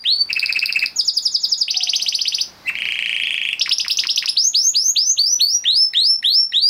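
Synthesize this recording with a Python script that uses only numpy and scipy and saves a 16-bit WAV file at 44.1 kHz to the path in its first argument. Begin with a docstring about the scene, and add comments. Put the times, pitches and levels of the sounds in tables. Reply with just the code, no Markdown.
"""A small room, with a caged canary singing close by: slurred whistles, trills, a fast roll, a short motif.
Each phrase repeats practised syllables, almost pure tones swept by the syrinx; the walls answer within
milliseconds. The recorder's limiter ducks on every loud note, so the room noise swells in the pauses.
Far off, other birds hoot and whistle faintly."""
import sys
import numpy as np
from scipy import signal
from scipy.fft import rfft, irfft, next_fast_len
from scipy.io import wavfile
from scipy.ndimage import uniform_filter1d, minimum_filter1d

SR = 44100
rng = np.random.default_rng(int(sys.argv[2]) if len(sys.argv) > 2 else 0)


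def bounce(signal):
    """Save signal as a 16-bit WAV file at the path given by the first command-line argument."""
    frames = np.transpose(np.atleast_2d(signal))
    limited = np.clip(frames, -1, 1)
    pcm = np.round(limited * 32767).astype(np.int16)
    wavfile.write(sys.argv[1], SR, pcm)


N = 295029
LEAD = SR // 2  # the song is already under way: samples before time zero
TIME = np.arange(-LEAD, N) / SR


def amp(db):
    """Decibels to gain."""
    return 10 ** (np.asarray(db) / 20)


def unit(x):
    """Scale to rms 1."""
    return x / np.sqrt(np.mean(x ** 2) + 1e-20)


def along(points, hz):
    """Read a curve of (Hz, value) points on a log frequency axis."""
    point_hz, values = np.transpose(points)
    return np.interp(np.log(hz + 1), np.log(point_hz + 1), values)


def wobble(rate):
    """A random curve with `rate` knots a second."""
    at = (TIME - TIME[0]) * rate
    knots = rng.standard_normal(int(at[-1]) + 2)
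    return np.interp(at, np.arange(len(knots)), knots)


def filtered(x, response):
    """Equalise x with a gain given as a function of Hz."""
    size = next_fast_len(x.shape[-1] + 8192)
    return irfft(rfft(x, size) * response(np.fft.rfftfreq(size, 1 / SR)), size)[..., :x.shape[-1]]


def syllable(shape, t, stretch, pitch, bright_db):
    """One sweep of the syrinx: a near-pure tone with faint overtones, raspier on low notes."""
    # Levels in dB of the second to fifth harmonic, before the throat colours them.
    harmonic_db = [-29.5, -33, -55, -49.5]
    # The throat's colour on the overtones. Each row: frequency in Hz, gain in dB.
    throat = [(3000, 17.5), (4300, 10.5), (5500, -5.5), (7000, -0.5), (9000, 0.5), (11000, 1), (12300, 4),
              (14000, 1)]
    pure_hz, flicker_db = 4360, 3.5  # the voice is purest above pure_hz; each overtone comes and goes
    ms, hz, db = np.transpose(shape)
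    knots = np.sort(ms) * stretch / 1000

    def rounded(values):
        """Muscles move without corners."""
        return uniform_filter1d(np.interp(t, knots, values), size=len(t) // 24 + 1)

    sweep_hz = rounded(hz) * pitch
    slack = np.clip(np.log2(pure_hz / sweep_hz), 0, .8)  # slack membranes beat less evenly
    waver = unit(uniform_filter1d(rng.standard_normal(len(t)), size=30))
    phase = 2 * np.pi * np.cumsum(sweep_hz * (1 + 0.039 * slack ** 2 * waver)) / SR
    overtones = np.zeros(len(t))
    for k, base_db in enumerate(harmonic_db, 2):
        flicker = np.interp(t, np.linspace(t[0], t[-1], num=9), rng.standard_normal(9))
        level_db = base_db + along(throat, k * sweep_hz) + flicker_db * flicker + rng.normal(0, 3.8)
        overtones += amp(level_db) * np.sin(k * phase) * (k * sweep_hz < SR / 2)
    rasp = amp(-58 + 30 * slack) * rng.standard_normal(len(t))
    fade_s = (knots[-1] - knots[0]) / 32 + .0003  # long notes open and close more gently
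    gate = np.clip(np.minimum(t - knots[0], knots[-1] - t) / fade_s, 0, 1)
    return (np.sin(phase) + amp(bright_db) * (overtones + rasp)) * gate * amp(rounded(db))


def phrase(shape, cues, tremor, effort_db, bright_db):
    """Sing one syllable at every cue; a wider beak (bright_db) lets out more overtones and rasp."""
    song = np.zeros(len(TIME))
    edges_ms = np.array([shape[0][0], shape[-1][0]])
    for s, db, stretch, pitch in cues:
        span = slice(*np.searchsorted(TIME, s + edges_ms * stretch / 1000))
        note = syllable(shape, TIME[span] - s, stretch, pitch * tremor[span], bright_db)
        song[span] += amp(db + effort_db) * note
    return song


def pip_cues(whistle_cues, lead_s, stretch, pitch):
    """Cues for the pips with which the voice catches just before each whistle."""
    return [(s - lead_s, db, stretch, pitch) for s, db, *_ in whistle_cues]


def whistles(tremor):
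    """Long upward slurs open and close the song, each led by a pip; higher whistles have higher pips."""
    # Syllable shapes, before stretch and transposition. Each row: ms from the cue, pitch in Hz, dB.
    pip = [(0, 2800, -29), (2, 2105, -5), (6, 1800, -8.5), (10, 1900, -22)]
    slur = [(0, 2300, -22), (12.16, 2950, -9), (34.8, 3650, -2), (55.4, 4050, -2.5), (85.4, 4450, -6),
            (152, 4540, -16.5), (173.6, 4560, 1), (184, 4540, -34)]
    high_whistle = [(0, 2150, -24), (9.2, 3660, -9.5), (19.2, 4450, -5), (40.9, 5000, -1.5),
                    (89.6, 5600, -7.5), (93, 5850, -22.5), (103.7, 6100, -7.5), (136, 6300, -6.5),
                    (158.3, 6470, -1), (172.4, 7050, -6), (173, 8100, -38)]
    step_whistle = [(0, 2370, -17.5), (13.95, 4000, -6), (26, 4500, 2), (81.9, 4730, -5.5), (99, 5240, -4),
                    (131, 5780, -9), (151, 5950, 0.5), (168.3, 5900, -4.5), (185, 5870, -25)]
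    low_whistle = [(0, 2380, -25), (12, 3100, -9.5), (33, 3635, -4), (66.1, 4100, -6), (98.5, 4450, -9),
                   (128, 5185, -.5), (169.8, 5400, 2.5), (193.2, 5340, 1), (218.5, 5280, -10),
                   (236.3, 5270, -27)]
    last_whistle = [(0, 2300, -28.5), (12, 3100, -13), (36, 3630, -7), (56, 3880, -3.5), (80, 4270, -16),
                    (104, 4680, -3), (138, 4780, -4), (156, 5020, 0.5), (175, 5150, 1)]
    # Cues. Each row: start in seconds, gain in dB, time stretch, pitch ratio.
    slur_cues = [(-.2, 8, 0.96, 1.052), (0.045, 2.5, 1.01, .999)]
    high_cues = [(4.364, 0.44, 0.75, 1.002), (4.539, 2.3, 0.94, 1.005), (4.741, 1.2, 1, 0.998),
                 (4.956, 2, 0.99, 0.98)]
    step_cues = [(5.172, 3.9, 1.024, 1.002), (5.396, 3.5, 1.06, .975)]
    low_cues = [(5.646, 1.4, 1.047, 0.99), (5.941, 3.1, 1.02, 1), (6.233, 4.4, 1.004, 1.012)]
    last_cues = [(6.527, 3.2, 1.024, 1)]
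    high_pips = pip_cues(high_cues + step_cues, lead_s=0.0076, stretch=1.2, pitch=1.7)
    low_pips = pip_cues(slur_cues + low_cues + last_cues, lead_s=0.0068, stretch=.9, pitch=1.013)
    return (phrase(pip, high_pips, tremor, effort_db=-20, bright_db=1)
            + phrase(pip, low_pips, tremor, effort_db=-12, bright_db=10)
            + phrase(slur, slur_cues, tremor, effort_db=-2.2, bright_db=-5.5)
            + phrase(high_whistle, high_cues, tremor, effort_db=2.5, bright_db=-2.5)
            + phrase(step_whistle, step_cues, tremor, effort_db=-1, bright_db=0)
            + phrase(low_whistle, low_cues, tremor, effort_db=0.6, bright_db=-4)
            + phrase(last_whistle, last_cues, tremor, effort_db=3.7, bright_db=-4.5))


def room(x, tail_db, build_s):
    """Direct sound, echoes off a few near walls, then a short diffuse tail."""
    # Early echoes. Each row: delay in ms, level in dB.
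    wall_echoes = [(3.1, -23), (8.4, -10), (15.8, -26.5), (22.3, -23.5)]
    # The tail's decay. Each row: frequency in Hz, seconds to fall by 60 dB.
    decay_times = [(500, 0.2), (2500, 0.22), (5000, 0.19), (9000, 0.2), (15000, 0.25)]
    hz, t, spectrum = signal.stft(rng.standard_normal(SR // 2), SR, nperseg=256)
    fading = amp(-60 * t / along(decay_times, hz)[:, None])
    tail = signal.istft(spectrum * fading, SR, nperseg=256)[1]
    tail *= 1 - np.exp(-np.arange(len(tail)) / SR / build_s)
    response = amp(tail_db) * tail / np.linalg.norm(tail)
    response[0] = 1
    for ms, db in wall_echoes:
        response[round(ms * SR / 1000)] += amp(db)
    return signal.fftconvolve(x, response)[:len(x)]


def room_tone(level_db):
    """A steady, dull bed of background noise."""
    # The noise's colour. Each row: frequency in Hz, relative spectral density in dB.
    noise_colour = [(20, -34), (38, -5), (80, -8), (200, -4.5), (400, -10), (800, -9), (1600, -12),
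                    (3000, -18.5), (5000, -11.5), (8000, -35), (15000, -27.5)]
    bed = filtered(rng.standard_normal(len(TIME)), lambda hz: amp(along(noise_colour, hz)))
    return amp(level_db + 0.26 * wobble(8.4)) * unit(bed)


def trill_cues(beat, onset_db, settle_s, stretch, lengthen, pitch, climb):
    """Cues for a trill: the level settles from onset_db; length and pitch drift by a share over the run."""
    first_s, gap_s, slowing_s, count = beat
    n = np.arange(count)
    elapsed = gap_s * n + slowing_s * n * (n - 1) / 2
    progress = n / (count - 1) - .5
    level_scatter, length_scatter, pitch_scatter = rng.standard_normal((count, 3)).T  # no two are alike
    return np.transpose([first_s + elapsed,
                         onset_db * np.exp(-elapsed / settle_s) + 1.1 * level_scatter,
                         stretch * (1 + lengthen * progress + .045 * length_scatter),
                         pitch * (1 + climb * progress + .01 * pitch_scatter)])


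def trills(tremor):
    """A two-note trill, one of falling notes, one of rising notes, then a chuck that starts the roll."""
    # Syllable shapes, before stretch and transposition. Each row: ms from the cue, pitch in Hz, dB.
    chup = [(-14, 1900, -28), (-11.5, 2600, -9.5), (-8.5, 1950, -24), (-4.5, 2400, -4), (1, 2780, .5),
            (4.5, 2480, -3), (8, 1720, -16), (13.5, 1150, -32)]
    tick = [(-2.6, 5300, -22), (-1, 5150, -3), (.6, 4700, 1), (1.5, 4150, -4), (2.4, 3800, -22)]
    fall = [(-41, 7380, -23), (-33, 7300, -21), (-17, 6250, -25), (-9.5, 5780, -13), (-3, 5380, 0),
            (2, 5000, -1), (5.5, 4600, -12), (9, 3900, -10), (12, 3400, -24)]
    rise = [(-29.5, 1600, -30), (-27.5, 2550, -12), (-24.5, 3080, -5), (-19, 3520, -16), (-8, 3980, -14),
            (-2.5, 4480, -6), (.5, 4880, 1.5), (4.5, 5550, -4), (7.5, 6200, -7), (14, 5800, -22)]
    chuck = [(-36.5, 2050, -29), (-16, 2050, -7.5), (-12, 2700, -7), (0.5, 2750, 4), (7.5, 1800, -10.5),
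             (9, 1200, -18), (18.5, 870, -37)]
    roll = [(0, 3200, -18), (.9, 2800, 0), (2.3, 2400, 0), (4, 1900, -14), (5.5, 1550, -32), (9, 2600, -32),
            (17, 2880, -16), (26, 3180, -13), (32, 3330, -18), (35, 3350, -36)]
    # Rhythms. Each gives: first cue, first gap and growth of each next gap in seconds, syllable count.
    chup_beat = (.3033, .0642, .0005, 9)
    tick_beat = (.3307, .065, .00038, 9)
    fall_beat = (1.0012, .0886, 0, 8)
    rise_beat = (1.7091, .0624, .00032, 12)
    roll_beat = (2.7529, .03325, .000175, 22)
    # A chuck and a low tick frame the roll. Each row: cue in seconds, gain in dB, stretch, pitch ratio.
    opening_chuck = [(2.690, -9, 1.2, 0.98)]
    closing_tick = [(3.5308, 0, 0.99, .57)]
    chups = trill_cues(chup_beat, -9, settle_s=.078, stretch=.99, lengthen=.023, pitch=.985, climb=.016)
    ticks = trill_cues(tick_beat, 0, settle_s=.12, stretch=.8, lengthen=.054, pitch=.995, climb=.005)
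    falls = trill_cues(fall_beat, -1.5, settle_s=.15, stretch=1.01, lengthen=.08, pitch=.94, climb=-.0066)
    rises = trill_cues(rise_beat, 1, settle_s=.2, stretch=1.001, lengthen=-.057, pitch=.99, climb=-.014)
    rolls = trill_cues(roll_beat, -10.5, settle_s=.26, stretch=.87, lengthen=.058, pitch=1.003, climb=.086)
    return (phrase(chup, chups, tremor, effort_db=-4, bright_db=.5)
            + phrase(tick, [*ticks, *closing_tick], tremor, effort_db=-1, bright_db=5)
            + phrase(fall, falls, tremor, effort_db=2.5, bright_db=-2.8)
            + phrase(rise, rises, tremor, effort_db=-1.5, bright_db=0.1)
            + phrase(chuck, opening_chuck, tremor, effort_db=-5, bright_db=5.5)
            + phrase(roll, rolls, tremor, effort_db=0, bright_db=2.5))


def far_birds():
    """A faint hoot and later a thin whistle, both blurred by their long way."""
    # The two calls. Each row: time in seconds, pitch in Hz, level in dB.
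    far_hoot = [(1.731, 733, -64), (1.759, 752, -37.5), (1.86, 735, -43.5), (1.92, 687, -51),
                (1.98, 669, -45.5), (2.03, 718, -53), (2.12, 693, -57.5)]
    far_whistle = [(4.62, 2670, -61.5), (4.68, 2670, -45), (4.9, 2706, -65), (5.1, 2820, -50),
                   (5.3, 2800, -63), (5.6, 2660, -55), (5.66, 2820, -51)]
    calls = np.zeros(len(TIME))
    for contour in (far_hoot, far_whistle):
        s, hz, db = np.transpose(contour)
        phase = 2 * np.pi * np.cumsum(np.interp(TIME, s, hz)) / SR
        blurred = (1 + 0.46 * wobble(70)) * np.sin(phase) + 0.94 * wobble(70) * np.cos(phase)
        calls += amp(np.interp(TIME, s, db, left=-120, right=-120)) * blurred
    return calls


def round_cues(first_round, onset_db, round_s=.1883, count=4):
    """Cues for a motif: each note returns once a round, its level settling from onset_db."""
    cues = []
    for s, db, stretch, pitch in first_round:
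        beat = (s, round_s, 0, count)
        repeats = trill_cues(beat, onset_db, round_s / 2, stretch, lengthen=0, pitch=pitch, climb=.018)
        cues.append(repeats + [0, db, 0, 0])
    return np.vstack(cues)


def motif(tremor):
    """Flick, short whip, cluck, flick, long whip: sung round after round."""
    # Syllable shapes, before stretch and transposition. Each row: ms from the cue, pitch in Hz, dB.
    flick = [(-0.77, 3600, -16), (0, 4780, -1.5), (0.5, 5550, 2), (2.5, 5900, -6.5), (4.5, 6190, -5),
             (6.5, 6600, -32)]
    whip = [(-5.5, 2350, -24.5), (-1.5, 2750, -6), (0, 3100, -2.5), (3.5, 3900, 0), (5, 4700, 0),
            (12, 5280, -1), (21.5, 5450, -14), (18, 3700, -39.5)]
    cluck = [(-2, 1700, -11), (0, 2050, 1), (1.5, 2510, -4.5), (6, 3200, -17), (13.5, 2200, -15),
             (14.5, 1580, -13.5), (18.5, 1020, -17.5), (23, 1030, -44)]
    # The first round. 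Each row: cue in seconds, gain in dB, time stretch, pitch ratio.
    flick_cues = [(3.5953, -.5, 1.1, 1), (3.6936, 3, 0.66, .89)]
    whip_cues = [(3.613, 0, 1, 1.005), (3.716, 1.5, 1.55, 1.03)]
    cluck_cues = [(3.661, -12, 1, 1.03)]
    return (phrase(flick, round_cues(flick_cues, onset_db=-4), tremor, effort_db=-2, bright_db=3.5)
            + phrase(whip, round_cues(whip_cues, onset_db=-1), tremor, effort_db=-4, bright_db=0)
            + phrase(cluck, round_cues(cluck_cues, onset_db=0.7), tremor, effort_db=2, bright_db=4.5))


def canary():
    """The whole song, phrase after phrase; pitch and loudness are never perfectly steady."""
    tremor = 1 + 0.0027 * wobble(35) + 0.0011 * wobble(180)
    flutter_db = 0.5 * wobble(50) + 2.1 * wobble(160)
    return (trills(tremor) + motif(tremor) + whistles(tremor)) * amp(flutter_db)


def scene():
    """The canary and two distant calls in the room, over its noise."""
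    voices = canary() + far_birds()
    mix = room(voices, tail_db=-6.5, build_s=0.0019) + room_tone(level_db=-45)
    return mix[None, LEAD:]


def limiter(x, ceiling_db, release_db_per_s, start_cut_db):
    """The gain drops at once on a peak over the ceiling and creeps back; earlier notes have left it low."""
    over_db = np.maximum(20 * np.log10(np.abs(x) + 1e-9) - ceiling_db, 0)
    recovery_db = release_db_per_s * np.arange(N) / SR
    cut_db = np.maximum.accumulate(np.maximum(over_db + recovery_db, start_cut_db), axis=-1) - recovery_db
    gain = minimum_filter1d(amp(-cut_db), size=40)  # a short look-ahead
    return x * uniform_filter1d(uniform_filter1d(gain, size=48), size=48)


def record(dry):
    """Microphone colour, limiter, then the recorder's band limit."""
    # The microphone's treble colour. Each row: frequency in Hz, gain in dB.
    mic_colour = [(7000, -0.14), (8500, 1.5), (11500, -0.5), (13500, 0), (15500, -3.5)]
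    picked_up = filtered(dry, lambda hz: amp(along(mic_colour, hz)))
    limited = limiter(picked_up, ceiling_db=-7.5, release_db_per_s=53, start_cut_db=11.5)
    return filtered(limited, lambda hz: hz < 15800)


dry = scene()
out = record(dry)
bounce(out)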